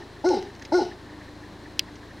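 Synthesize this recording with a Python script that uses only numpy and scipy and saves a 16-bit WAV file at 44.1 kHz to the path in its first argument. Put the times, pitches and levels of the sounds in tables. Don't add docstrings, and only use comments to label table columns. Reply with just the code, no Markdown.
import sys
import numpy as np
from scipy import signal
from scipy.fft import rfft, irfft
from scipy.io import wavfile
from scipy.ndimage import uniform_filter1d

SR = 44100
rng = np.random.default_rng(int(sys.argv[2]) if len(sys.argv) > 2 else 0)


def log_audio(samples):
    frames = np.atleast_2d(samples).T
    limited = np.clip(frames, -1, 1)
    pcm = np.round(limited * 32767).astype(np.int16)
    wavfile.write(sys.argv[1], SR, pcm)


N = 97020
T = np.arange(N) / SR

# t/s, f/Hz, level/dB, relative overtone level/dB, period doubling (0-1)
BARK_CONTOURS = [
    [(.236, 235, -29, 7, 0.02), (.245, 284.3, -21.5, -2, 0), (.252, 324.8, -17, 1.5, 0.06),
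     (.264, 354.2, -19, 1, 0.22), (.28, 371.6, -19, 4.5, 0), (.298, 370, -21, -2.5, 0.18),
     (.313, 351.1, -19.5, -12.5, 0.85), (.332, 287.3, -24, -1, 0.1), (.345, 259.1, -20, 0, 0.16),
     (.356, 236.4, -24.5, -11.5, 0.7), (.376, 198.7, -28, -2.5, 0.23), (.405, 171.5, -38, -3.5, 0)],
    [(.714, 239.2, -45, 2, 0), (.724, 288.1, -18, -1, 0.13), (.73, 309.7, -20, 2.5, 0),
     (.742, 351.4, -17.5, 3, 0.2), (.76, 367.4, -18, 5, 0), (.783, 355.7, -18, -2.5, 0),
     (.798, 329, -23, -11, 1), (.81, 279.7, -26, 0.5, 0), (.822, 261.4, -24, -11, 0.98),
     (.836, 215.6, -29, -10.5, 0), (.875, 170, -48, -5, 0.5)],
]
# f/Hz, gain/dB
THROAT_RESPONSE = [(70, -57), (160, -8), (230, -8.5), (300, -2), (365, 4), (410, 10), (470, -11.5),
                   (530, -3), (600, -16.5), (725, -15), (770, -17.5), (810, 5.5), (880, 0.5), (980, -33.5),
                   (1090, -23), (1280, -56), (1390, -17), (1455, -11), (1560, -37.5), (1820, -34),
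                   (2000, -49), (2100, -16.5), (2300, -72.5), (4000, -55)]
# f/Hz, relative level/dB
RASP_SPECTRUM = [(1000, -2.5), (2000, -8), (2500, -14.5), (3000, -10), (3650, -16), (4100, 7.5), (4400, 0),
                 (4680, -2.5), (5200, 6), (6000, -5), (6500, -8.5), (7150, -24.5), (8100, -15.5),
                 (10000, -27.5), (15000, -32)]
# delay t/s, gain/dB
TRUNK_ECHOES = [(.052, -20), (.1, -25.5), (.14, -32.5)]
# f/Hz, gain/dB
WOODS_RESPONSE = [(180, 2), (290, -9), (365, 5), (430, 5.5), (520, -11.5), (720, 10), (830, -4), (1400, -4),
                  (3000, 10.5), (4200, -9), (6000, -4.5)]
# t/s, relative level/dB
SNAP_BLOWS = [(1.792, -24), (1.7935, 0), (1.79469, -7), (1.7966, -21)]
# f/Hz, relative level/dB, 60 dB decay time t/s
SNAP_RESONANCES = [(2100, -40, 0.0038), (2916, 0.5, 0.0091), (3560, 0.5, 0.0037), (4250, 2, 0.0032),
                   (5070, -0.5, 0.0059), (5890, -2, 0.0041), (7840, -11.5, 0.0029), (9200, -12, 0.0024),
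                   (11400, -12, .003), (15600, -11, 0.0012)]
# f/Hz, relative level/dB
SCATTER_SPECTRUM = [(1200, -21), (2200, 6), (4000, -1), (4900, 3), (6500, -24), (14000, -28)]
# onset t/s, level/dB, decay constant t/s
TICK_BURSTS = [(0.289, -30.5, 0.0026), (0.426, -37, 0.0025), (.551, -42, .002), (0.563, -45, 0.0022),
               (0.596, -47.5, 0.0025), (0.623, -40.5, 0.0047), (0.651, -35.5, 0.0056),
               (1.956, -45.5, 0.0079)]
# f/Hz, relative level/dB
TICK_SPECTRUM = [(800, -55), (2000, 16), (3200, 7.5), (5000, 9), (6400, 10), (8000, -16.5), (13000, -18),
                 (16000, -57)]
# t/s, level/dB
CHIRP_PEAKS = [(.026, -43), (.169, -47.5), (0.473, -45), (0.502, -47), (0.622, -39), (0.919, -41.5),
               (1.066, -46), (1.102, -46), (1.138, -43.5), (1.216, -43.5), (1.286, -44.5), (1.438, -43.5),
               (1.662, -42), (1.886, -44), (2.035, -45), (2.112, -43), (2.184, -46)]
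# t/s, level/dB
FAR_ENVELOPE = [(0, -73), (.85, -55), (1.1, -45), (1.55, -50), (1.8, -48), (2.2, -50.5)]
# t/s, f/Hz, level/dB
SWELL_PEAKS = [(.63, 280, -53), (1.52, 182, -48.5), (1.85, 183, -50.5)]
# f/Hz, rms level/dB
MOTOR_HARMONICS = [(26.9, -98), (53.8, -56), (80.7, -54.5), (107.7, -54), (134.6, -60)]
# f/Hz, relative level/dB
FOREST_SPECTRUM = [(25, -5), (60, -10.5), (150, -2.5), (220, 0.5), (350, 2.5), (480, -4.5), (700, -6.5),
                   (1020, -6), (1300, -13), (1800, -9), (2500, -18.5), (3700, -17.5), (4150, -14),
                   (4600, -20.5), (5400, -22.5), (7000, -28.5), (10000, -34.5), (15000, -43.5)]


def bark(contour):
    times, hz, db, overtone_db, doubling = np.array(contour).T
    onset, attack_s = times[0], .012
    gate = np.sin(np.pi / 2 * np.clip(np.minimum(T - onset, times[-1] - T) / attack_s, 0, 1)) ** 2

    def along(values):
        return smooth(np.interp(T, times, values))

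    glide_hz = along(hz)
    grunt = np.clip((269.8 - glide_hz) / 60, 0, 1)
    jitter = .0042 + .0353 * grunt
    pitch = glide_hz * (1 + jitter * wander(200))
    phase = 2 * np.pi * np.cumsum(pitch) / SR
    shimmer_db = .8 * wander(95)
    level = amp(along(db) + shimmer_db)

    def partial(k):
        return smooth(throat(k * pitch, onset)) * np.sin(k * phase)

    overtones = amp(along(overtone_db)) * sum(partial(k) for k in range(2, 12))
    half_harmonics = np.clip(along(doubling), 0, 1) * sum(partial(k + .5) for k in range(1, 6))
    airflow = 1 + .8 * np.cos(phase)
    breath = amp(-31.5) * airflow * noise(THROAT_RESPONSE)
    hoot = level * (partial(1) + overtones + half_harmonics + breath)
    rasp_level = amp(-36) * (level / amp(db.max())) ** .68 * (1 - decay(onset, .0093))
    return gate * hoot, gate * rasp_level * rasp(pitch, glide_hz, phase, airflow)


def throat(hz, onset):
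    mouth_hz, width_hz, open_s = 640, 110, .026
    opening = amp(-4.5) * np.exp(-((T - onset) / open_s) ** 2)
    return gain_at(hz, THROAT_RESPONSE) + opening * np.exp(-((hz - mouth_hz) / width_hz) ** 2)


def rasp(pitch, glide_hz, phase, airflow):
    rest_hz, voiced_share = 324, .75
    formant_shift = (glide_hz / rest_hz) ** .15
    buzz = sum(gain_at(k * pitch / formant_shift, RASP_SPECTRUM)
               * np.sin(k * phase + 2 * np.pi * rng.random()) for k in range(5, 40))
    air = airflow * noise(RASP_SPECTRUM)
    return np.sqrt(voiced_share) * buzz / buzz.std() + np.sqrt(1 - voiced_share) * air


def woods(hoot, treble):
    delay_s, build_s, t60_s = .035, .025, .25
    tail = noise(WOODS_RESPONSE) * decay(delay_s, t60_s / np.log(1000)) * (1 - decay(delay_s, build_s))
    reverberation = signal.fftconvolve(hoot + amp(8) * treble, tail / np.linalg.norm(tail))[:N]
    direct = hoot + treble
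    echoes = sum(amp(db) * delay(direct, s) for s, db in TRUNK_ECHOES)
    return direct + amp(-14.5) * reverberation + coloured(echoes, WOODS_RESPONSE)


def monkey():
    first, second = [woods(*bark(contour)) for contour in BARK_CONTOURS]
    earlier_onset_s, second_onset_s = -.16, BARK_CONTOURS[1][0][0]
    return first + second + amp(-5.5) * delay(second, earlier_onset_s - second_onset_s)


def snap():
    break_s = SNAP_BLOWS[1][0]
    scatter_t60_s, lingering_t60_s, lingering_hz = .031, .12, 4800
    scatter = amp(-23) * decay(break_s, scatter_t60_s / np.log(1000)) * noise(SCATTER_SPECTRUM)
    lingering = amp(-45) * decay(break_s, lingering_t60_s / np.log(1000))
    sound = scatter + lingering * np.sin(2 * np.pi * lingering_hz * T)
    age = T[:2000]
    ring = sum((-1) ** k * amp(db - 60 * age / t60) * np.sin(2 * np.pi * hz * age)
               for k, (hz, db, t60) in enumerate(SNAP_RESONANCES))
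    for s, db in SNAP_BLOWS:
        start = round(s * SR)
        sound[start:start + len(age)] += amp(db - 8) * ring
    return signal.sosfilt(signal.butter(4, 1700, "high", fs=SR, output="sos"), sound)


def ticks():
    squeak_hz, rise_hz_per_s, squeak_s = 5880, 560000, .0012
    age = np.maximum(T - TICK_BURSTS[0][0], 0)
    swell = age / squeak_s * np.exp(1 - 2 * age / squeak_s)
    squeak = swell * np.sin(2 * np.pi * age * (squeak_hz + rise_hz_per_s * age / 2))
    bursts = sum(amp(db) * decay(s, decay_s) for s, db, decay_s in TICK_BURSTS)
    return bursts * noise(TICK_SPECTRUM) + amp(-24.5) * squeak


def chirps(hz=1798, width_s=.005):
    level = sum(amp(db) * gaussian(s, width_s) for s, db in CHIRP_PEAKS)
    return level * np.sin(2 * np.pi * hz * T + wander(300))


def far_tone(hz=299.2, waver=.006, flutter_db=1.5):
    level = amp(np.interp(T, *np.array(FAR_ENVELOPE).T) + flutter_db * wander(17))
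    return level * np.sin(2 * np.pi * hz * np.cumsum(1 + waver * wander(23)) / SR)


def far_swells(width_s=.041):
    return sum(amp(db) * gaussian(s, width_s) * np.sin(2 * np.pi * hz * T + .5 * wander(40))
               for s, hz, db in SWELL_PEAKS)


def motor_hum():
    return sum(amp(db) * np.sqrt(2) * np.cos(2 * np.pi * hz * T) for hz, db in MOTOR_HARMONICS)


def forest_hiss(flicker_db=.4):
    level = amp(-45.5 + flicker_db * wander(60))
    common = noise(FOREST_SPECTRUM)
    side = amp(-16) * noise(FOREST_SPECTRUM) * np.array([[1], [-1]])
    return level * (common + side)


def amp(db):
    return 10 ** (np.asarray(db) / 20)


def gain_at(hz, spectrum):
    f, db = np.array(spectrum).T
    return amp(np.interp(np.log(np.maximum(hz, 1)), np.log(f), db))


def coloured(x, spectrum):
    return irfft(rfft(x) * gain_at(np.fft.rfftfreq(N, 1 / SR), spectrum), N)


def noise(spectrum):
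    x = coloured(rng.standard_normal(N), spectrum)
    return x / x.std()


def wander(rate_hz):
    x = irfft(rfft(rng.standard_normal(N)) / (1 + (np.fft.rfftfreq(N, 1 / SR) / rate_hz) ** 2) ** 2, N)
    return x / x.std()


def smooth(x):
    return uniform_filter1d(x, size=300)


def decay(start, seconds):
    return (T >= start) * np.exp(-np.maximum(T - start, 0) / seconds)


def gaussian(peak_s, width_s):
    return np.exp(-.5 * ((T - peak_s) / width_s) ** 2)


def delay(x, seconds):
    return np.interp(T - seconds, T, x, left=0, right=0)


def pan(x, left_db):
    return x * amp(np.array([[left_db], [-left_db]]) / 2)


def scene():
    distant = monkey() + forest_hiss() + motor_hum() + far_tone() + far_swells()
    close = snap() + ticks() + chirps()
    return pan(distant, left_db=1.2) + pan(close, left_db=-.6)


def record(dry):
    cutoff_hz = 16200
    return signal.sosfilt(signal.ellip(8, .2, 70, cutoff_hz, fs=SR, output="sos"), dry)


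dry = scene()
out = record(dry)
log_audio(out)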